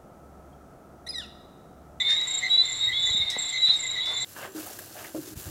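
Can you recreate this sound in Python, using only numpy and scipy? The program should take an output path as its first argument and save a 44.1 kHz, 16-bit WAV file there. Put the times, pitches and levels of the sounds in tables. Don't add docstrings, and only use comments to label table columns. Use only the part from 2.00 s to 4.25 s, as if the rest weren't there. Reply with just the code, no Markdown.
import sys
import numpy as np
from scipy import signal
from scipy.fft import rfft, irfft
from scipy.io import wavfile
from scipy.ndimage import uniform_filter1d

SR = 44100
rng = np.random.default_rng(int(sys.argv[2]) if len(sys.argv) > 2 else 0)


def voltage_ratio(level):
    return 10 ** (np.asarray(level, float) / 20)


def pcm_store(signal):
    levels = np.round(np.clip(np.atleast_2d(signal), -1, 1) * 32767)
    wavfile.write(sys.argv[1], SR, levels.astype(np.int16).T)


N = 99092

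# pitch in Hz, level in dB per Hz.
AIR_COLOUR = [(110, -4.5), (220, -8), (1000, -7), (1550, -10.5), (3000, -9), (8700, -23), (11900, -25),
              (14500, -38)]
AIR_DB = -46.5
# pitch in Hz, level in dB.
HUMS = [(119.8, -58.5), (741, -60), (1667, -66)]
# middle in seconds, pitch in Hz, level in dB.
WIND_BUMPS = [(.878, 65, -39), (1.11, 86, -32), (1.15, 170, -33), (1.203, 104, -31.5), (.94, 65, -41.5),
              (1.003, 120, -42), (1.045, 110, -40.5), (1.078, 55, -42), (1.222, 65, -37), (1.255, 70, -43),
              (1.69, 140, -39)]
# middle in seconds, pitch in Hz, level in dB.
KNOCKS = [
    (1.095, 800, -30.5),
    (1.366, 700, -22.5),
    (1.3689, 450, -32),
    (1.368, 300, -36),
]
# start in seconds, length in seconds, centre in Hz, level in dB.
SCUFFS = [(.06, 0.07, 4200, -43), (.075, 0.035, 1870, -36.5), (1.6, 0.038, 4800, -54.5),
          (1.47, 0.015, 6400, -46), (1.656, .035, 2500, -41.5), (1.702, .075, 5560, -49),
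          (2.06, 0.055, 7500, -50), (1.665, .04, 800, -50), (2.055, .075, 700, -48),
          (2.105, .03, 1100, -50), (1.15, .03, 9500, -60)]
# start in seconds, centre in Hz, decay in seconds, level in dB.
TICKS = [
    (.879, 14500, .006, -43),
    (1.3, 5380, 0.0079, -24),
    (1.666, 6500, 0.0024, -30),
    (2.056, 4460, 0.012, -30.5),
]
# start in seconds, centre in Hz, level in dB.
CLICKS = [
    (.2158, 4300, -9),
    (.3108, 3500, -14),
    (.891, 13500, -38),
    (1.0955, 9000, -34),
    (1.3006, 6000, -17),
    (1.3028, 8000, -16),
    (1.3075, 5200, -13),
    (1.3088, 5500, -15),
]
# centre in Hz, spread in Hz, call length in seconds, rise in Hz, level in dB.
CHOIRS = [
    (3700, 200, .035, 120, -37),
    (2068, 111.8, .04, 18.5, -44),
    (7430, 280, 0.024, -58, -56),
    (4190, 130, 0.02, 60, -55),
]
# start in seconds, length in seconds, wing pitch in Hz, level in dB.
CHIRPS = [(0.0, 0.035, 7390, -38.5), (0.091, 0.138, 7210, -42), (0.16, 0.104, 7580, -48),
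          (0.235, 0.069, 7050, -47), (1.96, 0.104, 7080, -49), (0.271, 0.138, 7558.0, -32),
          (0.269, 0.138, 7340, -33.5), (0.423, 0.138, 7543.0, -44.5), (0.649, 0.138, 7340, -33),
          (0.725, 0.138, 7586, -41.5), (0.743, 0.069, 7630, -48), (0.813, 0.104, 7630, -42.5),
          (1.081, 0.104, 7250, -48), (0.717, 0.104, 7380, -41), (0.99, 0.138, 7550, -44),
          (1.02, 0.104, 7118.0, -40.5), (1.061, 0.138, 7320, -35), (1.382, 0.138, 7560, -30.5),
          (1.374, 0.069, 7200, -45), (1.418, 0.138, 7320, -37.5), (1.576, 0.104, 7540, -40.5),
          (1.537, 0.138, 7230, -45), (1.757, 0.138, 7620, -39), (1.795, 0.138, 7335, -33.5),
          (2.131, 0.104, 7180, -38.5), (2.169, 0.069, 7430, -37), (2.215, 0.035, 7538.0, -30.5)]
PULSE_S, STROKE_S, SLOWING_S = .0305, .019, .0013
WING_SAG_HZ, OCTAVE_DB, RASP_DB = 90, -24, -10
# start in seconds, length in seconds, start pitch in Hz, rise in Hz, peak level in dB.
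WHISTLES = [(0.0, 0.028, 3560, 0, -22), (0.045, 0.015, 3500, 0, -28), (0.055, 0.103, 3600, 85, -19),
            (0.165, 0.035, 3670, 10, -27), (0.0, 0.03, 3770, 30, -26), (0.15, 0.11, 3840, 0, -23),
            (0.345, 0.035, 3180, 180, -46), (0.44, 0.035, 4110, 10, -32),
            (0.296, 0.097, 3825, -6.5, -31), (0.27, 0.125, 3710, 56.5, -31),
            (0.505, 0.061, 3880, 39, -16), (0.578, 0.031, 3930, 45, -12),
            (1.2, 0.03, 3820, 46, -27.5), (0.612, 0.01, 3990, 0, -13),
            (0.635, 0.03, 4000, 2.5, -30.5), (0.63, 0.09, 3550, -2.5, -35),
            (0.84, 0.05, 3720, 28.5, -35), (0.806, 0.092, 3755, 22, -22),
            (0.922, 0.093, 3760, 87, -28.5), (1.018, 0.043, 3858, -29, -23),
            (1.0, 0.095, 3650.0, 76, -31.5), (1.062, 0.03, 4000, -10, -35),
            (1.095, 0.02, 4000, 40, -29), (1.088, 0.13, 3825, 0.5, -24), (1.062, 0.02, 3850, 0, -30),
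            (1.267, 0.042, 3681, -20, -26),
            (1.2, 0.04, 3640, 17, -23), (1.296, 0.116, 3856, 13.5, -35.5),
                 (1.428, 0.17, 3805, 55, -41), (1.53, 0.045, 4090, 90, -35), (1.572, 0.014, 3560, 150, -28),
                 (1.575, 0.04, 3870, 33, -26.5), (1.62, 0.045, 3895, 36.5, -15),
                 (1.665, 0.02, 3950, 30, -20), (1.694, 0.022, 3985, 49, -15), (1.73, 0.02, 4047, 7, -27),
                 (1.66, 0.115, 3730, 45, -21), (1.4, 0.15, 3490, 68, -37), (1.68, 0.045, 3400, -9, -35),
                 (1.87, 0.015, 3830, -4, -31), (1.893, 0.012, 3830, 3, -23.5),
                 (1.912, 0.045, 3845, 3, -27.5), (1.97, 0.022, 3830, 20, -27.5),
                 (1.999, 0.03, 3865, 29, -25), (2.05, 0.06, 3830, 2, -32.5),
                 (2.215, 0.052, 3577, -4, -32.5), (2.217, 0.038, 3980, -50, -33)]
SWELL_SHARE, FADE_SHARE, EDGE_S = .6, .35, .018
WOBBLE_DB, WAVER_HZ = .98, 10
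# start in seconds, length in seconds, pitch in Hz, overtones in dB, peak level in dB.
LOW_NOTES = [(0.0, 0.018, 1990, -18, -30), (0.015, 0.083, 2187, -39.5, -36), (0.084, 0.13, 2120, -39, -38),
             (0.421, 0.066, 1910, -40.5, -31.5), (0.427, 0.048, 2060, -20, -25),
             (0.676, 0.061, 2043, -23, -36), (0.874, 0.057, 1951, -33, -30.5),
             (0.887, 0.046, 2040, -28, -33), (0.926, 0.069, 2130, -22, -39),
             (1.065, 0.042, 1994, -16, -35.5), (1.217, 0.021, 2137, -35, -31),
             (1.545, 0.04, 2152, -35, -37), (2.211, 0.034, 2052, -30, -37.5),
             (1.321, 0.071, 1927, -31, -37.5), (1.357, 0.048, 2070, -33, -36.5),
             (1.525, 0.06, 2045, -14.5, -31), (1.597, 0.037, 2054, -32, -36),
             (1.825, 0.046, 2049, -36, -32.5), (1.956, 0.047, 1954, -23, -31),
             (2.182, 0.056, 2005, -10, -42.5)]
LOW_EDGE_S, DEEP_HZ, DEEP_RISE = .011, 2030, .6
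ONSET_HZ, ONSET_S = 45, .012
FLUTTER_HZ, FLUTTER_DB = 50, 3
# start in seconds, length in seconds, final pitch in Hz, peak in dB.
SCOOPS = [
    (.492, 0.12, 3526, -31.5),
    (.925, 0.175, 3525, -22.5),
    (1.116, 0.07, 3710, -21),
    (2.007, 0.195, 3560, -27.5),
]
FLIP_HZ, FLIP_S, CLIMB_HZ, CLIMB_S = 270, .007, 190, .055
SAG_HZ, SAG_S = 70, .025
SWELL_S, RIPPLE_DB, SCOOP_FADE_S = .037, 2, .035
GARDEN_T60_S = .21
FROG_WET_DB, CHOIR_WET_DB = -15, -5


def band(x, hz, q):
    b, a = signal.iirpeak(min(hz, .45 * SR), q, fs=SR)
    once = signal.lfilter(b, a, x)
    return signal.lfilter(b, a, once)


def walk(rate):
    k = int(SR / rate)
    drift = uniform_filter1d(uniform_filter1d(rng.standard_normal(N), k), k)
    return drift / drift.std()


def add(out, start, x):
    i = int(start * SR)
    x = x[max(-i, 0):max(N - i, 0)]
    first = max(i, 0)
    out[first:first + len(x)] += x


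def shape(length, attack, release):
    t = np.arange(int((length + (attack + release) / 2) * SR)) / SR
    ramp = np.minimum(t / attack, (t[-1] - t) / release)
    return t, np.sin(np.pi / 2 * np.clip(ramp, 0, 1)) ** 2


def garden(x, wet_db):
    t = np.arange(int(.4 * SR)) / SR
    fade = np.exp(-np.log(1000) * t / GARDEN_T60_S)
    tail = rng.standard_normal(len(t)) * fade * (t > .004)
    echoes = signal.fftconvolve(x, tail / np.linalg.norm(tail))[:N]
    return x + voltage_ratio(wet_db) * echoes


def air():
    f = np.fft.rfftfreq(N, 1 / SR) + 1
    colour_hz, colour_db = np.transpose(AIR_COLOUR)
    colour = voltage_ratio(np.interp(np.log(f), np.log(colour_hz), colour_db))
    hush, swell = 0, walk(7.6)
    for hz in 20 * 2 ** np.arange(0, 10.1, .5):
        part = np.cos(np.pi / 2 * np.clip(2 * np.log2(f / hz), -1, 1))
        noise = irfft(rfft(rng.standard_normal(N)) * colour * part, N)
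        hush = hush + voltage_ratio(.5 * swell + .57 * walk(5.5)) * noise
    t = np.arange(N) / SR
    hum = sum(voltage_ratio(db + 4 * walk(7)) * np.sin(2 * np.pi * hz * t) for hz, db in HUMS)
    return voltage_ratio(AIR_DB) * hush / hush.std() + hum


def wind_and_knocks():
    out = np.zeros(N)
    t = np.arange(-1500, 1500) / SR
    for start, hz, db in [*WIND_BUMPS, *KNOCKS]:
        swing = np.sin(2 * np.pi * (hz * t + rng.random()))
        add(out, start + t[0], voltage_ratio(db) * np.exp(-(t * hz / .5) ** 2) * swing)
    return out


def scuffs():
    out = np.zeros(N)
    for start, length, hz, db in SCUFFS:
        t, env = shape(length, .024, .04)
        grains = rng.standard_normal(9000) * voltage_ratio(3 * rng.exponential(size=9000))
        uneven = uniform_filter1d(grains, size=3) * voltage_ratio(3 * walk(90)[:len(grains)])
        sharpness = .61 + 6 * (1500 < hz < 2000)
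        grit = band(uneven, hz, sharpness)[:len(t)]
        add(out, start, voltage_ratio(db) * env * grit / grit.std())
    return out


def ticks():
    out = np.zeros(N)
    t = np.arange(2000) / SR
    for start, hz, decay, db in TICKS:
        burst = band(rng.standard_normal(len(t)), hz, 1.34 + 4 * (hz > 12000))
        env = np.exp(-t / decay) * np.clip(t / .0017, 0, 1) / 2
        add(out, start, voltage_ratio(db) * burst / burst.std() * env)
    return out


def clicks():
    out = np.zeros(N)
    impulse = np.zeros(2000)
    impulse[0] = 1
    for start, hz, db in CLICKS:
        add(out, start, voltage_ratio(db) * band(impulse, hz, 1.1))
    return out


def shoes():
    return garden(scuffs() + ticks(), -1) + garden(clicks(), -10.5)


def choirs(count=900):
    out = 0
    for hz, spread, length, rise, db in CHOIRS:
        u, g = rng.random((count, 2)), rng.standard_normal((count, 2))
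        t, env = shape(length, length / 2, length / 3)
        steady = (hz + spread * g[:, :1]) * t
        glide = rise * (1 + g[::-1, 1:]) * t * t / length / 2
        phase = 2 * np.pi * (steady + glide + u[:, 1:])
        calls = voltage_ratio(2 * g[:, 1:] - 2 * g[:, :1] ** 2) * env * np.sin(phase)
        where = (u[:, :1] * (N + len(t))).astype(int) + np.arange(len(t))
        crowd = np.bincount(where.ravel(), calls.ravel(), N + 2 * len(t))[len(t):][:N]
        crowd = garden(crowd, CHOIR_WET_DB)
        out = out + voltage_ratio(db + 1.5 * walk(3)) * crowd / crowd.std()
    return out


def crickets():
    out = np.zeros(N)
    t, env = shape(STROKE_S, .006, .009)
    for start, length, hz, db in CHIRPS:
        chance = rng.standard_normal((6, 3))
        rasp = band(rng.standard_normal((6, len(t))), hz - 150, 27)
        octave = voltage_ratio(OCTAVE_DB) * np.exp(-((hz - 7570) / 120) ** 2) * np.exp(-t / .01)
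        for k in range(max(round(length / .0345), 1)):
            pitch = hz + 15 * chance[k, 0] - WING_SAG_HZ * (t / STROKE_S - .5)
            phase = 2 * np.pi * np.cumsum(pitch) / SR + 3 * chance[k, 2]
            tone = np.sin(phase) + octave * np.sin(2 * phase)
            stroke = tone + voltage_ratio(RASP_DB) * rasp[k] / rasp.std()
            when = start + k * PULSE_S + k * k * SLOWING_S
            add(out, when, voltage_ratio(db + 1.5 * chance[k, 1]) * env * stroke)
    return garden(out, -6)


def frog_note(out, start, length, hz, rise, db, edge, release, overtone_db=-80, onset_hz=0, flutter_db=0):
    t, env = shape(length, edge, release)
    a, b, c = rng.random(3)
    glide = rise * (t - edge / 2) / length + onset_hz * np.exp(-t / ONSET_S)
    waver = WAVER_HZ * np.sin(2 * np.pi * ((20 + 20 * c) * t + b))
    phase = 2 * np.pi * (np.cumsum(hz + glide + waver) / SR + a)
    wobble = WOBBLE_DB * np.sin(2 * np.pi * ((14 + 20 * b) * t + c))
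    flutter = flutter_db * np.sin(2 * np.pi * (FLUTTER_HZ * (1 + b) * t + a))
    overtones = 2 * np.sin(2 * phase) + np.sin(3 * phase)
    voice = np.sin(phase) + voltage_ratio(overtone_db) * overtones
    add(out, start - edge / 2, env * voltage_ratio(db + wobble + flutter) * voice)


def low_notes(out):
    for start, length, hz, overtone_db, db in LOW_NOTES:
        rise = DEEP_RISE * max(DEEP_HZ - hz, 0)
        frog_note(out, start, length, hz, rise, db, LOW_EDGE_S, 2 * LOW_EDGE_S,
                  overtone_db, ONSET_HZ, FLUTTER_DB)


def scoops(out):
    for start, length, hz, db in SCOOPS:
        t, env = shape(length, .0047, SCOOP_FADE_S)
        below = FLIP_HZ * np.exp(-t / FLIP_S) + CLIMB_HZ * np.exp(-t / CLIMB_S)
        droop = SAG_HZ * np.exp((t - t[-1]) / SAG_S)
        phase = 2 * np.pi * np.cumsum(hz - below - droop) / SR
        swell = 1 - .65 * np.exp(-(t / SWELL_S) ** 2)
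        ripple = voltage_ratio(RIPPLE_DB * walk(60)[:len(t)])
        add(out, start, voltage_ratio(db) * env * swell * ripple * np.sin(phase))


def whistles(out):
    for start, length, hz, rise, db in WHISTLES:
        fade = max(min(EDGE_S, length), FADE_SHARE * length)
        frog_note(out, start, length, hz, rise, db, SWELL_SHARE * length, fade)


def frogs():
    out = np.zeros(N)
    low_notes(out)
    scoops(out)
    whistles(out)
    return garden(out, FROG_WET_DB)


def scene():
    return (air() + wind_and_knocks() + shoes() + choirs() + crickets() + frogs())[None]


def roll_off(x):
    return signal.sosfilt(signal.butter(12, 15710, fs=SR, output="sos"), x)


def record(dry):
    b, a = signal.butter(1, 30, "high", fs=SR)
    return roll_off(signal.lfilter(b, a, dry))


dry = scene()
out = record(dry)
pcm_store(out)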